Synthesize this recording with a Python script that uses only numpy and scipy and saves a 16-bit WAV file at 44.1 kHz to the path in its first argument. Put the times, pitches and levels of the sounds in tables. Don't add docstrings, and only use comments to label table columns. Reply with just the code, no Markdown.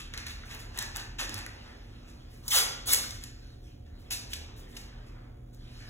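import sys
import numpy as np
from scipy import signal
from scipy.fft import rfft, irfft, next_fast_len
from scipy.io import wavfile
from scipy.ndimage import uniform_filter1d

SR = 44100
rng = np.random.default_rng(int(sys.argv[2]) if len(sys.argv) > 2 else 0)


def master_out(mix):
    frames = np.transpose(np.atleast_2d(mix))
    ceiling = np.clip(frames, -1, 1)
    pcm = np.round(ceiling * 32767).astype(np.int16)
    wavfile.write(sys.argv[1], SR, pcm)


N = 259749
TIME = np.arange(N) / SR


def amp(db):
    return 10 ** (np.asarray(db) / 20)


def evened(x):
    return x / np.sqrt(np.mean(x ** 2) + 1e-20)


def wander(seconds):
    return evened(uniform_filter1d(rng.standard_normal(N), max(int(seconds * SR), 1)))


def arch(middle, length):
    phase = np.pi * np.clip((TIME - middle) / length, -.5, .5)
    return np.cos(phase) ** 2


def read(points, hz):
    f, value = np.transpose(points)
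    return np.interp(np.log(hz + 1), np.log(f + 1), value)


def follow(rows, t):
    seconds, value = np.transpose(rows)
    return np.interp(t, seconds, value)


def add(mix, s, sound):
    part = mix[max(round(s * SR), 0):][:len(sound)]
    part += sound[:len(part)]


def colour(x, spectrum, tilt=0, peaks=(), size=2048):
    hz = abs(np.fft.fftfreq(size, 1 / SR))
    db = read(spectrum, hz) + tilt * np.log2(np.maximum(hz, 500) / 500)
    db = db + sum(lift / (1 + (2 * (hz - f) / width) ** 2) for f, width, lift in peaks)
    response = np.exp(np.conj(signal.hilbert(np.log(amp(db)))))
    taps = np.fft.ifft(response).real[:size // 2]
    return signal.oaconvolve(x, taps / np.linalg.norm(taps))[:len(x)]


def crackle(per_s, spread_db, clump_db, clump_s):
    happens = rng.random(N) < per_s / SR
    size = rng.exponential(1, N)
    sign = rng.choice([-1, 1], N)
    clumps = wander(clump_s)
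    size_db = spread_db * np.minimum(size, np.pi) + clump_db * np.clip(clumps, -2, 2)
    return evened(happens * sign * amp(size_db))


def wash(spectrum):
    size = next_fast_len(N)
    shape = amp(read(spectrum, np.fft.rfftfreq(size, 1 / SR)))
    return evened(irfft(rfft(rng.standard_normal((2, size))) * shape)[:, :N])


def resonate(x, hz, width):
    turn = np.exp(2j * np.pi * np.cumsum(hz) / SR)
    r = np.exp(-np.pi * width / SR)
    slow = signal.lfilter([(1 - r) ** 2], [1, -2 * r, r * r], x / turn + 1e-18)
    return 2 * (turn * slow).real


def buckle(x, depth_db, patch_hz, patch_s, size=256):
    z = signal.stft(x, nperseg=size)[2]
    patch_bins = max(round(patch_hz * size / SR), 1)
    patch_frames = max(round(2 * patch_s * SR / size), 1)
    field = uniform_filter1d(rng.standard_normal(z.shape), patch_bins, axis=0)
    field = evened(uniform_filter1d(field, patch_frames, axis=1))
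    gain = evened(amp(depth_db * np.clip(field, -2, 2)))
    return signal.istft(z * gain, nperseg=size)[1][:len(x)]


# frequency in Hz, relative density in dB per Hz.
DUCT_DRONE = [(15, -43.5), (27, -33.5), (35, 1.5), (41, -4), (52, -6), (70, -14), (150, -75.5)]
DUCT_RUMBLE = [(30, -48), (55, -1), (75, 3.5), (88, 3), (108, 5.5), (140, -22), (300, -59)]
AIR_RUSH = [(60, -11), (130, 7), (180, 0.5), (280, 3.5), (400, -2.5), (600, -8.5), (1000, -24.5),
            (3000, -28), (8000, -40), (16000, -39)]
AIR_DB = -57.5
RUMBLE_DB, SURGE_DB, SURGE_S = -53, 2.5, 0.35
FAN_HZ = 74.8


def ventilation():
    drone = amp(-51.5) * wash(DUCT_DRONE)
    rumble = amp(RUMBLE_DB + SURGE_DB * wander(SURGE_S)) * wash(DUCT_RUMBLE)
    air = amp(AIR_DB) * wash(AIR_RUSH)
    blade = amp(-57.5) * np.sin(2 * np.pi * FAN_HZ * TIME + .5 * wander(1 / 3))
    shaft = amp(-48.5) * np.sin(np.pi * FAN_HZ * TIME + 1.34 * wander(1 / 14))
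    return drone + rumble + air + blade + shaft


WHISTLE_HZ, WHISTLE_DB, WHISTLE_WAVER = 536, -67.5, .25


def whistle():
    phase = 2 * np.pi * WHISTLE_HZ * TIME + WHISTLE_WAVER * wander(1 / 4)
    tone = np.sqrt(2) * amp(WHISTLE_DB) * np.sin(phase)
    return np.array([tone, -tone])


# time in seconds, rms level in dB.
HUM_LEVEL = [(0, -62), (.5, -55.5), (.8, -60), (1.15, -55.5), (1.7, -70.5), (2.3, -56), (2.95, -57.5),
             (3.3, -55), (3.75, -54), (4, -67), (4.9, -57), (5.25, -52), (5.8, -52.5)]
# frequency in Hz, rms level in dB.
HUM_OVERTONES = [(240, -63), (720, -76)]
HUM_HZ = 120


def lamps():
    lines = [(HUM_HZ, follow(HUM_LEVEL, TIME))] + HUM_OVERTONES
    return sum(np.sqrt(2) * amp(db) * np.sin(2 * np.pi * (hz * TIME + rng.random())) for hz, db in lines)


# middle in seconds, length in seconds,
# level in dB before the common trim, tilt in dB per octave.
RUBS = [(0.244, 1.55, -56.5, -0.5), (0.76, 0.98, -57, -1.5), (1.467, 1.02, -55, -1), (2.143, 1.67, -61, 0),
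        (3.443, 0.41, -60.5, 1.5), (3.676, 0.18, -60.5, 4), (4.135, 0.78, -67, 1), (4.537, 1.7, -58.5, -2),
        (5.031, 0.795, -68.5, -3.5), (5.205, 0.38, -67.5, -5), (5.98, 1.21, -55.5, 1),
        (5.9, 0.79, -62.5, 2.5)]
# frequency in Hz, relative density in dB per Hz.
CLOTH_SPECTRUM = [(150, 2.5), (400, -1), (900, -2), (1600, 1.5), (2600, 2), (4000, 2), (7000, -10),
                  (11000, -14.5), (16000, -25.5)]


def coverall():
    grain = crackle(per_s=7000, spread_db=2.0, clump_db=0.0, clump_s=0.004)
    rubs = sum(amp(db) * colour(grain * arch(middle, length), CLOTH_SPECTRUM, tilt)
               for middle, length, db, tilt in RUBS)
    return amp(-2.0) * rubs


# middle in seconds,
# length in seconds, level in dB, pitch in Hz.
WEIGHT_SHIFTS = [(0.298, 0.79, -50.5, 75.3), (0.827, 0.77, -52.5, 105.2), (1.377, 0.4, -53.5, 109.3),
                 (4.402, 0.29, -46, 76.66)]
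BOOM_WAVER = .4


def grating():
    waver = BOOM_WAVER * wander(1 / 12)
    return sum(np.sqrt(2) * amp(db) * arch(middle, length) * np.sin(2 * np.pi * hz * TIME + waver)
               for middle, length, db, hz in WEIGHT_SHIFTS)


# middle in seconds, length in seconds,
# level in dB before the common trim, first and last pitch of the hollow in Hz.
FOLD_SLIDES = [(0.04, 0.17, -55, 3270, 3100), (0.203, .3, -49, 2430, 2250), (0.784, 0.12, -52, 696, 1080),
               (1.852, 0.83, -71, 2030, 1702), (2.482, 0.13, -50, 1190, 840),
               (4.331, 0.054, -44, 2860, 3260), (4.256, 1, -64.5, 515, 696), (4.94, 0.87, -67.5, 900, 1326),
               (5.147, 0.56, -67.5, 2280, 1980), (5.295, 0.34, -70, 1145, 1345),
               (5.779, 0.26, -82, 800, 1067)]
HOLLOW_WIDTH_HZ = 680


def swishes():
    grain = crackle(per_s=2900, spread_db=1.0, clump_db=2.5, clump_s=0.01)
    out = np.zeros(N)
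    for middle, length, db, first_hz, last_hz in FOLD_SLIDES:
        on = abs(TIME - middle) < length / 2
        pitch = np.linspace(first_hz, last_hz, on.sum())
        rustle = resonate(grain[on], pitch, HOLLOW_WIDTH_HZ)
        out[on] += amp(db) * arch(middle, length)[on] * evened(rustle)
    return amp(-5.5) * out


# start in seconds, level in dB, length in seconds,
# tilt in dB per octave.
PAPER_STROKES = [(0.0, -44, 0.0032, 2.5), (0.139, -46, 0.0052, -0.5), (0.177, -44, 0.003, 1.5),
                 (0.258, -44, 0.016, 1.5), (0.29, -50, 0.02, 4.5), (0.45, -57.5, 0.02, 8.5),
                 (0.486, -46, 0.057, 1), (0.53, -53, 0.011, 14.5), (0.59, -49.5, 0.0071, 6.5),
                 (0.729, -45, 0.09, 0.5), (0.803, -42.5, 0.02, 3), (0.936, -41.5, 0.063, -1),
                 (1.182, -32.5, 0.029, 1.5), (1.284, -44.5, 0.11, 0), (1.642, -57, 0.077, -3.5),
                 (2.071, -59.5, 0.028, 5), (2.278, -64, 0.11, 13), (3.058, -51.5, 0.097, 7),
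                 (3.203, -53, 0.062, 3.5), (3.857, -64, 0.009, -1.5), (3.979, -67, 0.041, 14),
                 (4.1033, -32.5, 0.024, 8), (4.29, -47.5, 0.068, 6.5), (4.558, -56, 0.036, 13),
                 (4.68, -62, 0.046, 12), (4.737, -54, 0.074, 6.5), (5.058, -64, 0.024, 4),
                 (5.528, -64, 0.0099, 8.5)]
# frequency in Hz, relative density in dB per Hz.
PAPER_SPECTRUM = [(100, -13), (250, -1), (500, -5.5), (1000, 0.5), (1800, 5), (2500, 3), (4000, 5),
                  (6500, -1), (9000, -7), (12500, -13), (16000, -22)]
# frequency in Hz, width in Hz, lift in dB.
SHEET_MODES = [(590, 63, 3), (831, 86, 6.5), (1770, 290, 5), (2600, 390, 7)]
STROKE_RISE, STROKE_FADE_S = 0.47, 0.033
CREASES_PER_S, CREASES_DB = 250, -8.5


def strokes():
    out, t = np.zeros(N), np.arange(SR // 4) / SR
    rustle = crackle(per_s=10000, spread_db=1.2, clump_db=0.8, clump_s=0.0037)
    ticks = crackle(per_s=CREASES_PER_S, spread_db=1.5, clump_db=0.0, clump_s=0.0076)
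    grain = rustle + amp(CREASES_DB) * ticks
    for s, db, length, tilt in PAPER_STROKES:
        rise = np.minimum(t / (STROKE_RISE * length), 1)
        swell = rise * np.exp(-np.maximum(t - length, 0) / STROKE_FADE_S)
        slips = grain[max(round(s * SR), 0):][:len(t)]
        add(out, s, amp(db) * colour(slips * swell[:len(slips)], PAPER_SPECTRUM, tilt, SHEET_MODES))
    return out


# start in seconds, level in dB, decay time in seconds,
# tilt in dB per octave.
CREASE_SNAPS = [(0.138, -31.5, 0.0014, 1.5), (0.145, -39, 0.0022, 2), (0.1758, -31.5, 0.0024, 5),
                (0.267, -33, 0.0028, 5), (0.283, -38, 0.0011, 10), (0.548, -38.5, 0.0018, 12),
                (0.776, -25, .0004, 10), (0.7875, -23.5, 0.0044, 6), (0.8252, -22.5, 0.0009, 10),
                (0.956, -39.5, 0.00098, 4), (0.9612, -25.5, 0.0011, 8), (0.9692, -18, 0.0006, 18.5),
                (1.207, -26, .0004, 18), (1.294, -29.5, 0.0013, 5), (1.3425, -28, 0.0021, 11),
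                (1.379, -30.5, 0.00078, 13), (1.389, -32.5, 0.00088, 9), (1.463, -35.5, 0.0022, 8),
                (2.48, -25, 0.0064, 11.5), (2.933, -13, .005, 13), (2.946, -14, 0.0012, 12.5),
                (3.108, -32.5, 0.0023, 5), (3.2381, -34, 0.0033, 7), (4.108, -27.5, 0.0019, 6),
                (4.333, -28, 0.0028, 3), (4.337, -28, 0.0017, 7.5), (4.768, -37, 0.0069, 4),
                (5.5466, -46, 0.00099, 9)]
SNAP_RISE_S = 0.00013


def snaps():
    out, t = np.zeros(N), np.arange(SR // 20) / SR
    for s, db, ring, tilt in CREASE_SNAPS:
        rise = np.minimum(t / SNAP_RISE_S, 1)
        decay = np.exp(-np.maximum(t - SNAP_RISE_S, 0) / ring)
        crack = rng.choice([-1, 1], len(t)) * rise * decay
        add(out, s, amp(db) * colour(crack, PAPER_SPECTRUM, tilt))
    return out


# start in seconds, level in dB, pitch in Hz.
PATCH_POPS = [(0.141, -40, 1840), (0.264, -44, 1990), (0.435, -46, 1580), (0.775, -35.5, 1850),
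              (0.97, -51, 1910), (1.189, -38.5, 1750), (1.221, -41, 570), (1.246, -38, 284),
              (1.291, -36, 284), (1.463, -37.5, 1760), (2.876, -43.5, 970), (3.039, -43.5, 1580),
              (4.109, -36, 2700), (4.112, -42, 790), (4.332, -33, 2850), (4.766, -43, 2860)]
POP_FADE_S = 0.0055


def pops():
    out, t = np.zeros(N), np.arange(SR // 10) / SR
    for s, db, hz in PATCH_POPS:
        flutter = rng.choice([-1, 1], len(t)) * np.exp(-t / POP_FADE_S)
        band = [(hz / 2, -25), (hz, 0), (hz * 2, -25), (hz * 4, -50)]
        add(out, s, amp(db) * colour(flutter, band))
    return out


# frequency in Hz, relative density in dB per Hz.
GLUE_SPECTRUM = [(300, -37), (1000, -6), (2500, -6), (4200, -1), (6500, 1), (9000, 6), (11500, 3.5),
                 (13500, -3.5), (16000, -8.5)]
FLAP_S = 0.015


def rip(rows, slips, strip, drum_db, drum_lag, flap_db, rings=()):
    pull_db = follow(rows, TIME)
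    start, end = rows[0][0], rows[-1][0]
    ease_db = pull_db - pull_db.max()
    drive = slips * amp(pull_db) * (TIME > start) * (TIME < end)
    crisp = amp(.5 * ease_db)
    sharp_fizz = colour(drive * crisp, GLUE_SPECTRUM, tilt=0.12, peaks=rings)
    dull_fizz = colour(drive * (1 - crisp), GLUE_SPECTRUM, tilt=-1.0, peaks=rings)
    drum = drive * amp(drum_db - drum_lag * ease_db + flap_db * wander(FLAP_S))
    return sharp_fizz + dull_fizz + colour(drum, strip, peaks=rings)


# time in seconds, level in dB before trims.
PEEL_PULL = [(2.43, -67), (2.504, -43), (2.509, -31), (2.533, -26.5), (2.56, -24.5), (2.59, -26.5),
             (2.625, -38.5), (2.66, -53.5)]
# time in seconds, frequency in Hz.
STRIP_PITCH = [(2.505, 3070), (2.527, 1206), (2.545, 834), (2.567, 539), (2.592, 456), (2.625, 394)]
STRIP_DB, STRIP_WIDTH_HZ = 7.5, 102
STRIP_FALL_DB, STRIP_FOLLOW = -4.5, 0.8


def strip_modes(slips, count=7):
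    pull_db = follow(PEEL_PULL, TIME)
    hz = follow(STRIP_PITCH, TIME)
    on = (TIME > STRIP_PITCH[0][0]) & (TIME < PEEL_PULL[-1][0])
    ease_db = pull_db - pull_db.max()
    drive = slips * amp(STRIP_DB + pull_db.max() + STRIP_FOLLOW * ease_db)
    out = np.zeros(N)
    for k in range(1, count + 1):
        mode = resonate(drive[on], k * hz[on], STRIP_WIDTH_HZ)
        out[on] += amp(STRIP_FALL_DB * np.log2(k)) * mode
    return out


SHORT_CUT_DB = 11.5


def short_strip(x, size=384):
    overlap = size - size // 4
    hz, t, z = signal.stft(x, SR, nperseg=size, noverlap=overlap)
    octaves_under = np.clip(np.log2(follow(STRIP_PITCH, t) / (hz[:, None] + 1)), 0, 2)
    return signal.istft(z * amp(-SHORT_CUT_DB * octaves_under), nperseg=size, noverlap=overlap)[1][:len(x)]


# time in seconds, level in dB before trims.
TEAR_PULL = [(2.858, -44.5), (2.869, -35), (2.873, -29.5), (2.915, -25), (2.935, -18), (2.941, -22.5),
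             (2.955, -32), (2.965, -35.5), (2.995, -46), (3.02, -51), (3.06, -54)]
# frequency in Hz, relative density in dB per Hz.
TAUT_SPECTRUM = [(150, -24), (340, -27), (470, 3), (700, -6.5), (950, -1.5), (1600, 0), (2400, 2),
                 (3400, 9), (5500, 2.5), (12000, 0)]
SLACK_SPECTRUM = [(100, -21), (210, -5), (400, -1.5), (700, -3.5), (1100, -6.5), (2000, -12.5), (3600, 1.5),
                  (5500, -7), (12000, -14.5)]
# frequency in Hz, width in Hz, lift in dB.
BOOTH_MODES = [(1370, 30, 5), (1700, 28, 8), (1958, 30, 5), (2243, 40, 10), (3235, 50, 5), (3400, 60, 2),
               (6092, 45, 9), (6245, 90, 5)]
# delay in seconds, gain in dB.
NEAR_BOUNCES = [(.00098, -19), (.00145, -13.5), (.0036, -19)]


def tape():
    slips = crackle(per_s=7000, spread_db=-1.0, clump_db=0.0, clump_s=0.00031)
    peel = rip(PEEL_PULL, slips, TAUT_SPECTRUM, drum_db=-2.0, drum_lag=0.037, flap_db=1.5, rings=BOOTH_MODES)
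    tear_slips = crackle(per_s=12000, spread_db=-2.0, clump_db=1.0, clump_s=0.0045)
    tear = rip(TEAR_PULL, tear_slips, SLACK_SPECTRUM, drum_db=-15.0, drum_lag=0.49, flap_db=-3)
    both = amp(1.3) * short_strip(peel) + amp(-0.5) * tear
    direct = buckle(both, depth_db=4, patch_hz=400, patch_s=.015) + strip_modes(slips)
    out = direct.copy()
    for delay, db in NEAR_BOUNCES:
        add(out, delay, amp(db) * direct)
    return out


# frequency in Hz, relative gain in dB.
STRIP_TOWARD_PHONE = [(400, -2), (2200, -2.5), (4500, -0.5), (11000, -6), (16000, -0.5)]


def toward_phone(rips):
    return amp(-0.5) * colour(rips, STRIP_TOWARD_PHONE)


# frequency in Hz, time to fall by 60 dB in seconds.
REVERB_TIME = [(200, 1), (1000, 0.74), (2500, 0.7), (5500, 0.61), (8000, 0.41), (11000, 0.33),
               (16000, 0.38)]
# frequency in Hz, gain in dB over the sound sent into the booth.
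REVERB_GAIN = [(200, 5.5), (1000, 5), (2500, -0.5), (5500, -1), (10000, -6), (16000, -13)]


def booth(x):
    taps = rng.standard_normal((3, 2, SR)) * (rng.random((3, 2, SR)) < .15)
    hz, t, z = signal.stft(taps, SR, nperseg=256)
    t60 = read(REVERB_TIME, hz)[:, None]
    z = z * np.exp(-np.log(1000) * t / t60) / np.sqrt(t60)
    onset = np.clip((TIME[:SR] - .003) / 0.0038, 0, 1)
    tails = signal.istft(z, SR, nperseg=256)[1][..., :SR] * onset
    tails = tails / np.linalg.norm(tails, axis=-1, keepdims=True)
    tails = irfft(rfft(tails) * amp(read(REVERB_GAIN, np.fft.rfftfreq(SR, 1 / SR))))
    drift = np.sqrt(2 / 3) * np.cos(2 * np.pi * (TIME + np.arange(3)[:, None] / 3))
    return sum(signal.oaconvolve((x * share)[None], tail, axes=1)[:, :N] for share, tail in zip(drift, tails))


# frequency in Hz, left-right coherence from -1 to 1.
COHERENCE = [(60, 1), (150, 0.97), (300, 0.8), (560, -0.021), (900, -0.18), (2000, -0.046), (3300, 0.65),
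             (4400, 0.95), (16000, 1)]
# frequency in Hz, left minus right in dB.
PORT_BALANCE = [(30, 0.5), (120, -1.5), (300, -3.5), (800, -0.7), (2500, -0.1), (5000, 0)]
# frequency in Hz, lag of the right port in radians.
RIGHT_LAG = [(0, 0), (400, .1), (560, .9), (900, .4), (1500, .7), (2400, 2.4), (3500, 1.4), (4650, 3.14),
             (15300, 18.85), (22050, 19)]
# frequency in Hz, level against the other echoes in dB.
OPPOSITE_ECHO = [(100, -65.5), (2500, -28), (4500, -5), (16000, -0.5)]


def ports(direct, diffuse):
    size = next_fast_len(N + SR // 10, True)
    hz = np.fft.rfftfreq(size, 1 / SR)
    a, b = rfft(diffuse, size)
    shared = rfft(direct, size)
    same = np.clip(read(COHERENCE, hz), -1, 1)
    lean = amp(read(PORT_BALANCE, hz) / 2)
    lag = np.exp(-1j * np.interp(hz, *np.transpose(RIGHT_LAG)))
    opposite = b * amp(read(OPPOSITE_ECHO, hz))
    left = shared + a + opposite
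    right = (shared + same * a + np.sqrt(1 - same ** 2) * b) * lag + opposite / lag
    return irfft(np.array([left * lean, right / lean]), size)[:, :N]


def scene():
    rips, cracks = tape(), snaps()
    paper = buckle(strokes(), depth_db=1.5, patch_hz=700, patch_s=.02) + pops()
    cloth = buckle(coverall(), depth_db=4.5, patch_hz=500, patch_s=0.053) + swishes()
    echoes = booth(amp(-2.5) * rips + amp(-3.5) * paper + amp(-3.5) * cracks + cloth)
    direct = toward_phone(rips) + paper + cracks + cloth + lamps()
    diffuse = echoes + ventilation() + grating()
    return ports(direct, diffuse) + whistle()


LOW_CUT_HZ, EDGE_HZ = 30, 15800


def record(dry):
    low_cut = signal.butter(6, LOW_CUT_HZ, "highpass", fs=SR, output="sos")
    cut = signal.sosfilt(low_cut, dry)
    low_pass = signal.firwin(511, EDGE_HZ, window=("kaiser", 9), fs=SR)
    return signal.oaconvolve(cut, low_pass[None], "same")


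dry = scene()
out = record(dry)
master_out(out)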